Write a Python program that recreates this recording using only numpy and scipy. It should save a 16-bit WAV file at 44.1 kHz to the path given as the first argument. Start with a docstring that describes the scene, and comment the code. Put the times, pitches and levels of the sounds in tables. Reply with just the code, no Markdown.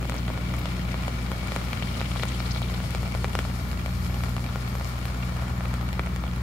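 """Light rain on an umbrella held just above the microphone, in a wet car park.
Big drops pat the tight cloth, small ones patter and tick between them, and the cloth shivers.
Fine rain sizzles on the ground, where splashes and a brief trickle of drips ring as tiny bubbles.
Behind the rain, a machine hums on mains power and a thin, distant whine fades early on.
An engine swells and slows in the wash of faraway traffic."""
import sys
import numpy as np
from scipy import signal
from scipy.fft import rfft, irfft, next_fast_len
from scipy.io import wavfile
from scipy.ndimage import map_coordinates

SR = 44100
rng = np.random.default_rng(int(sys.argv[2]) if len(sys.argv) > 2 else 0)


def pcm_store(signal):
    """Save signal as 16-bit PCM."""
    levels = np.round(np.clip(np.atleast_2d(signal), -1, 1) * 32767)
    wavfile.write(sys.argv[1], SR, levels.astype(np.int16).T)


N = 283122

# Distant traffic. 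Each row: time in seconds, then relative dB of rumble, road roar and tyre noise.
TRAFFIC_LEVELS = [(0.0, -42, -41, -53), (0.6, -43, -41.5, -45), (2.1, -42, -42, -45.5),
                  (3.1, -42, -43.5, -46.5), (4.3, -44, -45.5, -46.5), (5.3, -44, -42.5, -43),
                  (6.42, -44, -47, -46)]
# The passing engine. Each row: time in seconds, firing rate in Hz, relative level in dB.
ENGINE_PATH = [(0, 90, -54), (1.3, 89.4, -40), (2.6, 86.7, -44), (3.45, 84.4, -36.5), (4.2, 82.8, -37),
               (5.1, 80.7, -43), (5.8, 76.5, -34), (6.42, 75, -44)]
# The distant whine. Each row: time in seconds, pitch in Hz, level in dB.
WHINE_PATH = [(0, 296, -48), (.6, 296, -48), (1.1, 304.4, -61.5), (6.42, 300.2, -60.5)]
# The hum's first three harmonics. Each row: level in dB, share of the swell it follows.
HUM_HARMONICS = [(-32, 0.29), (-34.5, 1), (-39, 0.88)]
# The hum's weak overtones. 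Each row: pitch in Hz, level in dB.
HUM_OVERTONES = [(240.8, -49), (316, -66.5), (361, -62), (373.5, -59)]
# The hum swells and fades as the microphone moves. Each row: time in seconds, change in dB.
HUM_SWELL_DB = [(0, -.5), (.8, 0.6), (1.5, -3), (2.1, .5), (2.95, 0.5), (3.5, -1.5), (4.3, 2), (4.9, -5),
                (5.25, 1.7), (6.42, -.5)]
# The tone colours of traffic and fine rain. Each row: frequency in Hz, relative strength in dB.
RUMBLE_COLOUR = [(15, -14), (35, -23), (55, 0), (90, 1.5), (140, 0), (230, -4), (300, -12.5), (420, -15),
                 (900, -39.5)]
ROAD_COLOUR = [(100, -26), (300, -9.5), (600, 1), (850, -7), (1400, -7.5), (4000, -31)]
TYRE_COLOUR = [(400, -23), (800, 2), (1150, 1), (1400, -2), (1800, -1), (2600, -8.5), (5000, -13),
               (10000, -35)]
HISS_COLOUR = [(800, -6), (2500, 4.5), (4500, 9.5), (7000, 1), (10500, 1), (12500, -3.5), (14500, -18),
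               (16000, -22)]
SIZZLE_COLOUR = [(900, -43), (2000, 3.5), (3200, 0.5), (4600, -5.5), (7000, -17), (14000, -33)]
FIZZ_COLOUR = [(7000, -37), (10800, -11), (12200, 8), (13800, -1), (16000, -24)]
# Sound from all around. Each row: frequency in Hz, how alike left and right are (1 is the same).
STEREO_LIKENESS = [(60, 0.9), (130, 0.95), (290, 0.84), (640, 0.38), (1300, 0.0059), (15000, 0.035)]
# Fine rain. Each row: time in seconds, then relative dB of sizzle, hiss and fizz.
DRIZZLE_LEVELS = [(0.0, -45.5, -57, -66), (0.5, -43, -56, -66), (2.0, -42.5, -48, -65),
                  (2.9, -44.5, -49, -65), (3.8, -50.5, -51, -58.5), (4.9, -50, -50, -61),
                  (5.6, -52, -56.5, -62), (6.42, -54, -59.5, -69)]
# Soft splashes on the ground. Each row: time in seconds, relative level in dB, centre pitch in Hz.
GROUND_SPLASHES = [(0.185, -50.5, 5460), (0.592, -51, 13000), (0.658, -49, 3020), (2.287, -49.5, 7050),
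                   (2.547, -46, 3940), (3.333, -59, 7900), (5.058, -54, 13100), (5.232, -46.5, 2684)]
# How the cloth answers a drop. Each row: frequency in Hz, relative strength in dB.
CLOTH_COLOUR = [(60, -29), (250, -8), (400, 1), (540, 3.5), (750, 1), (1000, -3), (1400, -1.5), (2400, -6),
                (4000, -12), (6500, -24), (12500, -28), (16000, -37)]
# A bursting drop smears its sound in time. Each row: frequency in Hz, share of the smear it gets.
SPATTER_SHARE = [(500, 0.0094), (1200, 0.18), (2200, 0.45), (4000, 0.7), (7000, 1)]
# Big drops on the cloth. Each row: time in seconds, level in dB, snap (upper middle) boost in dB,
# spray (treble) boost in dB.
BIG_DROPS = [(0.053, -38.5, -6, -3), (0.0966, -32.4, -1, 5), (0.121, -37.5, 0, -7), (0.1426, -39, -5, 5),
             (0.2815, -35.5, 0, -4), (0.302, -34.5, -13, -11), (0.3765, -36.5, -7, -5),
             (0.5395, -37, -2, 4), (0.5657, -48, 5, 25), (0.6565, -36, -1, 0), (0.943, -34, -4, -11),
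             (1.0807, -33, -6, -4), (1.3169, -32.5, -5.5, -1), (1.4732, -41, 2, 12), (1.52, -34.5, 4, 2),
             (1.5625, -30, -1.5, 3), (1.7315, -33, 8.5, 6.5), (1.8243, -34, 5, 1), (2.007, -35.5, -2, 0),
             (2.0143, -32.5, 0, 0), (2.1602, -34.5, -8, -3), (2.197, -35.5, 6, -7), (2.2342, -28.5, 1.5, 3),
             (2.254, -38, -6, 6), (2.4032, -36.5, 1, -10), (2.5617, -38, 2, -2), (2.6185, -36, -5, 6),
             (2.8028, -38.5, -3, -6), (2.9066, -44.5, 8, 25), (2.9491, -32, 0.5, 3),
             (3.0308, -38.5, -9, -1), (3.1499, -33.5, -6, -4), (3.2445, -28.5, -2, -3),
             (3.3527, -27.5, -3, 0), (3.39, -28, 5.5, 3), (3.4515, -37.5, -4, -10), (3.861, -34.5, 1, 1),
             (4.0472, -44, 10, 21), (4.237, -35.5, 1, 6), (4.3659, -35, 2, 4), (4.3812, -38.5, -8, -10),
             (4.5583, -34.5, -7, 0), (4.753, -37.5, -8, 4), (4.8109, -36.5, -6, -7), (5.0542, -37.5, 2, 0),
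             (5.423, -37.5, -11, -6), (5.608, -37, -5, -12), (5.6558, -38.5, -1, -10),
             (5.74, -36.5, -3, 6.5), (5.9298, -38.5, 5, 4), (5.9943, -27.5, -0.5, -6),
             (6.0713, -40, -1, -13), (6.1618, -39, 4, 12.5), (6.2391, -37.5, -9, -15)]
# Peaks and dips of each microphone opening. Each row: centre in Hz, width in Hz, gain in dB.
LEFT_OPENING = [(930, 34, -7.5), (1370, 277, 5.5), (1556, 103, -6.5), (2278, 113, 7), (2530, 170, -3),
                (3540, 26, -11), (4320, 88, 3.5), (5220, 150, 3.5), (6860, 180, 1.5), (7150, 160, 7.5),
                (7260, 220, -2.5), (9070, 200, 5.5), (12200, 750, 1)]
RIGHT_OPENING = [(406, 41, -4), (633, 220, 1.5), (1400, 20, 9), (2110, 140, -1), (2456, 69, 5),
                 (5200, 130, -4), (6490, 120, -7), (6500, 370, 7.5), (7530, 120, 6.5), (8240, 200, 5),
                 (9100, 170, -17), (10040, 130, 8.5), (10650, 520, -14)]


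def amp(db):
    """Turn decibels into a gain."""
    return 10 ** (np.asarray(db) / 20)


def unit(x):
    """Scale x to an average (rms) level of 1."""
    return x / np.sqrt(np.mean(x ** 2) + 1e-20)


def along(points, hz):
    """Read between (Hz, value) points on a log frequency scale."""
    point_hz, values = np.transpose(points)
    return np.interp(np.log(hz + 1), np.log(point_hz + 1), values)


def curves(rows):
    """Turn each column after the time into one value per sample."""
    times, *columns = np.transpose(rows)
    return [np.interp(np.arange(N) / SR, times, column) for column in columns]


def wobble(rate):
    """A smooth curve through `rate` random points a second."""
    stride = int(np.clip(SR / rate / 16, 1, 64))
    at = np.arange(0, N + stride, stride)
    points = rng.standard_normal(int(N * rate / SR) + 4)
    return np.interp(np.arange(N), at, map_coordinates(points, [at * rate / SR]))


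def filtered(x, response):
    """Scale each frequency in x by response(hz)."""
    size = next_fast_len(N + 8192)
    return irfft(rfft(x, size) * response(np.fft.rfftfreq(size, 1 / SR)), size)[..., :N]


def pan(lean_db):
    """Two gains, the left one lean_db louder than the right."""
    return amp([[lean_db / 2], [-lean_db / 2]])


def add(track, s, sound):
    """Mix a stereo sound into the track at s seconds."""
    part = track[:, max(round(s * SR), 0):][:, :sound.shape[1]]
    part += sound[:, :part.shape[1]]


def tone(hz):
    """A pure tone that follows a pitch curve."""
    return np.sqrt(2) * np.sin(2 * np.pi * (np.cumsum(hz) / SR + rng.random()))


def wash(colour):
    """Noise from all around: left and right are alike in the bass, unrelated in the treble."""
    def response(hz):
        width = np.arccos(np.clip(along(STEREO_LIKENESS, hz), -1, 1)) / 2
        return amp(along(colour, hz)) * [np.cos(width), np.sin(width)]
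    mid, side = filtered(rng.standard_normal((2, N)), response)
    return unit(np.array([mid + side, mid - side]))


def traffic():
    """Rumble, road roar and tyre noise from afar, with one engine slowing down."""
    rumble_db, road_db, tyre_db = curves(TRAFFIC_LEVELS)
    firing_hz, engine_db = curves(ENGINE_PATH)
    engine = amp(engine_db + 2.1 * wobble(7)) * tone(firing_hz + 0.856 * wobble(4.4))
    rumble = amp(rumble_db + 7.5) * wash(RUMBLE_COLOUR)
    road = amp(road_db - 4 + wobble(12)) * wash(ROAD_COLOUR)
    tyres = amp(tyre_db + 1 + wobble(12)) * wash(TYRE_COLOUR)
    return pan(2.75) * (engine + rumble + road) + pan(3) * tyres


def far_whine():
    """A thin, wavering tone in the distance that fades early on."""
    hz, db = curves(WHINE_PATH)
    return amp(db + 2.7 * wobble(5.98)) * tone(hz + wobble(5))


def machine_hum(mains_hz=60.2, drift_hz=0.091, waver_db=0.62):
    """Multiples of the mains pitch swell and fade together as the microphone moves; each also wavers."""
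    pitch = mains_hz + drift_hz * wobble(3.03)
    swell_db, = curves(HUM_SWELL_DB)
    strong = sum(amp(db + share * swell_db + waver_db * wobble(4)) * tone(k * pitch)
                 for k, (db, share) in enumerate(HUM_HARMONICS, 1))
    weak = sum(amp(db + 2 * wobble(2.94)) * tone(hz + 0.603 * wobble(4.014)) for hz, db in HUM_OVERTONES)
    return pan(0.6) * (strong + weak)


def drizzle():
    """Fine rain on wet ground: a clumpy sizzle close by, a grainy hiss beyond, flurries of thin fizz."""
    sizzle_db, hiss_db, fizz_db = curves(DRIZZLE_LEVELS)
    sizzle = unit(wash(SIZZLE_COLOUR) * amp(2.5 * wobble(220)))
    hiss = unit(wash(HISS_COLOUR) * amp(0.5 * wobble(1500) + 2 * wobble(40)))
    fizz = unit(wash(FIZZ_COLOUR) * amp(2 * wobble(7.6) + 3.2 * wobble(45) + 1.5 * wobble(900)))
    return pan(7.5) * (amp(sizzle_db - 3.5) * sizzle + amp(hiss_db) * hiss + amp(fizz_db) * fizz)


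def trickle(start_s=1.772, gap_s=0.0572, first_hz=3040, rise_hz_per_s=930, count=18):
    """Water runs off the umbrella in evenly spaced drips that creep up in pitch. Gives splash rows."""
    age = gap_s * np.arange(count)
    weight, pitch = rng.standard_normal((count, 2)).T
    centre_hz = (first_hz + rise_hz_per_s * age) * 2 ** (0.16 * pitch)
    level_db = -46.5 + 2 * weight
    return list(zip(start_s + age, level_db, centre_hz))


def splashes(scatter_s=0.0039, spread_octaves=0.18, ring_cycles=2.9, bubble_count=14, size=2048):
    """Each splash or drip is a cluster of tiny bubbles that ring briefly around one pitch."""
    out = np.zeros((2, N))
    t = (np.arange(size) - size / 2) / SR
    for s, db, centre_hz in [*GROUND_SPLASHES, *trickle()]:
        when, pitch, weight = rng.standard_normal((3, 2, bubble_count, 1))
        cycles = np.maximum(t - scatter_s * when, 0) * centre_hz * 2 ** (spread_octaves * pitch)
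        swell_and_fade = (1 - np.exp(-cycles)) * np.exp(-cycles / ring_cycles)
        bubbles = amp(4.2 * weight) * np.sin(2 * np.pi * cycles) * swell_and_fade
        add(out, s + t[0], amp(db) * unit(bubbles.sum(axis=1)))
    return out * pan(5.5)


def shiver_and_echo(blows, shiver_db=-11, fade_s=0.1, echo_db=-17, echo_s=0.0076):
    """The cloth and ribs shiver briefly after each blow, and the ground sends it back once."""
    t = np.arange(SR // 8) / SR
    answer = rng.standard_normal((2, len(t))) * amp(-60 * t / fade_s)
    answer *= amp(shiver_db) / np.linalg.norm(answer[0])
    answer[:, 0] = 1  # the blow itself
    answer[:, round(echo_s * SR)] += amp(echo_db)
    return signal.fftconvolve(blows, answer, axes=1)[:, :N]


def pat(thud_db, snap_db, spray_db, lag_s, uneven_db, rebound_radians=0.83, spatter_s=0.001, size=512):
    """One drop: a sharp push and a dead rebound of the wet cloth, heard lag_s later on the right."""
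    hz = np.fft.rfftfreq(size, 1 / SR)

    def random_curves():
        point_hz = np.geomspace(400, 16000, 24)
        return np.array([np.interp(hz, point_hz, row) for row in rng.standard_normal((2, 24))])

    boosts = [(380, thud_db), (650, 0), (1000, 0), (2200, snap_db),
              (4000, snap_db - 0.67 * thud_db), (7000, spray_db)]
    # Every spot on the cloth sends its own tone colour to each side.
    colour_db = along(CLOTH_COLOUR, hz) + along(boosts, hz) + uneven_db * random_curves()
    # This fold turns the colour into a pulse that starts sharply and then dies away.
    fold = 1 + np.sign(size / 2 - np.arange(size))
    fold[0] = 1
    push = -np.exp(rfft(irfft(np.log(amp(colour_db))) * fold) + 1j * rebound_radians)
    # A dull ripple runs through the tight cloth a millisecond ahead of the push.
    ripple = amp(-11) * np.exp(2j * np.pi * hz * 0.001 - (hz / 1500) ** 2)
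    arrival_s = size / 4 / SR + np.array([[-lag_s / 2], [lag_s / 2]])
    # The drop bursts into droplets, which spread the treble over a millisecond or two.
    arrival_s = arrival_s + spatter_s * along(SPATTER_SHARE, hz) * np.abs(random_curves())
    delay_cycles = np.cumsum(arrival_s * np.diff(hz, prepend=0), axis=1)
    return unit(irfft(push * (1 + ripple) * np.exp(-2j * np.pi * delay_cycles)))


def droplets(level_db=-56, count=30):
    """Tiny droplets tick thinly on the cloth, nearly all spray."""
    out = np.zeros((2, N))
    times = rng.uniform(0, N / SR, count)
    for s, (weight, place) in zip(times, rng.standard_normal((count, 2))):
        tick = pat(thud_db=0, snap_db=10, spray_db=30, lag_s=0.00021 * place, uneven_db=5)
        add(out, s, amp(level_db + weight) * pan(4 + 2 * place) * tick)
    return out


def patter(level_db=-47, spread_db=3.5, count=520):
    """Many small drops fall all over the umbrella."""
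    out = np.zeros((2, N))
    times = rng.uniform(0, N / SR, count)
    for s, (weight, hard, wet, place) in zip(times, rng.standard_normal((count, 4))):
        db = level_db + spread_db * min(weight, 1.9)
        spray_db = 1 + 3 * hard + 3 * wet
        drop = pat(thud_db=0, snap_db=4 * hard, spray_db=spray_db, lag_s=0.000299 * place, uneven_db=6)
        add(out, s, amp(db) * pan(1.5 + 2 * place) * drop)
    return out


def big_drops(middling_db=-34, thud_growth=0.45):
    """Big drops land right overhead. Heavier ones push the cloth deeper: more thud and a duller top."""
    out = np.zeros((2, N))
    for s, db, snap_db, spray_db in BIG_DROPS:
        thud_db = thud_growth * (db - middling_db)
        drop = pat(thud_db, snap_db, spray_db, lag_s=rng.normal(0.00005, 0.00005), uneven_db=2.5)
        start_s = s - drop.shape[1] / 4 / SR  # the push comes a quarter of the way into a pat
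        add(out, start_s, amp(db) * pan(rng.normal(2.6, 0.6)) * drop)
    return out


def scene():
    """Rain on the umbrella and the ground, over traffic, a whine and a hum."""
    umbrella = shiver_and_echo(big_drops() + patter() + droplets())
    ground = splashes() + drizzle()
    return umbrella + ground + traffic() + far_whine() + machine_hum()


def record(dry, top_hz=15750):
    """Each microphone opening colours the sound, and nothing above top_hz is kept."""
    def opening(bumps, hz):
        return amp(sum(db * np.exp(-((hz - centre) / width) ** 2) for centre, width, db in bumps))
    coloured = filtered(dry, lambda hz: np.array([opening(LEFT_OPENING, hz), opening(RIGHT_OPENING, hz)]))
    return filtered(coloured, lambda hz: hz < top_hz)


dry = scene()
out = record(dry)
pcm_store(out)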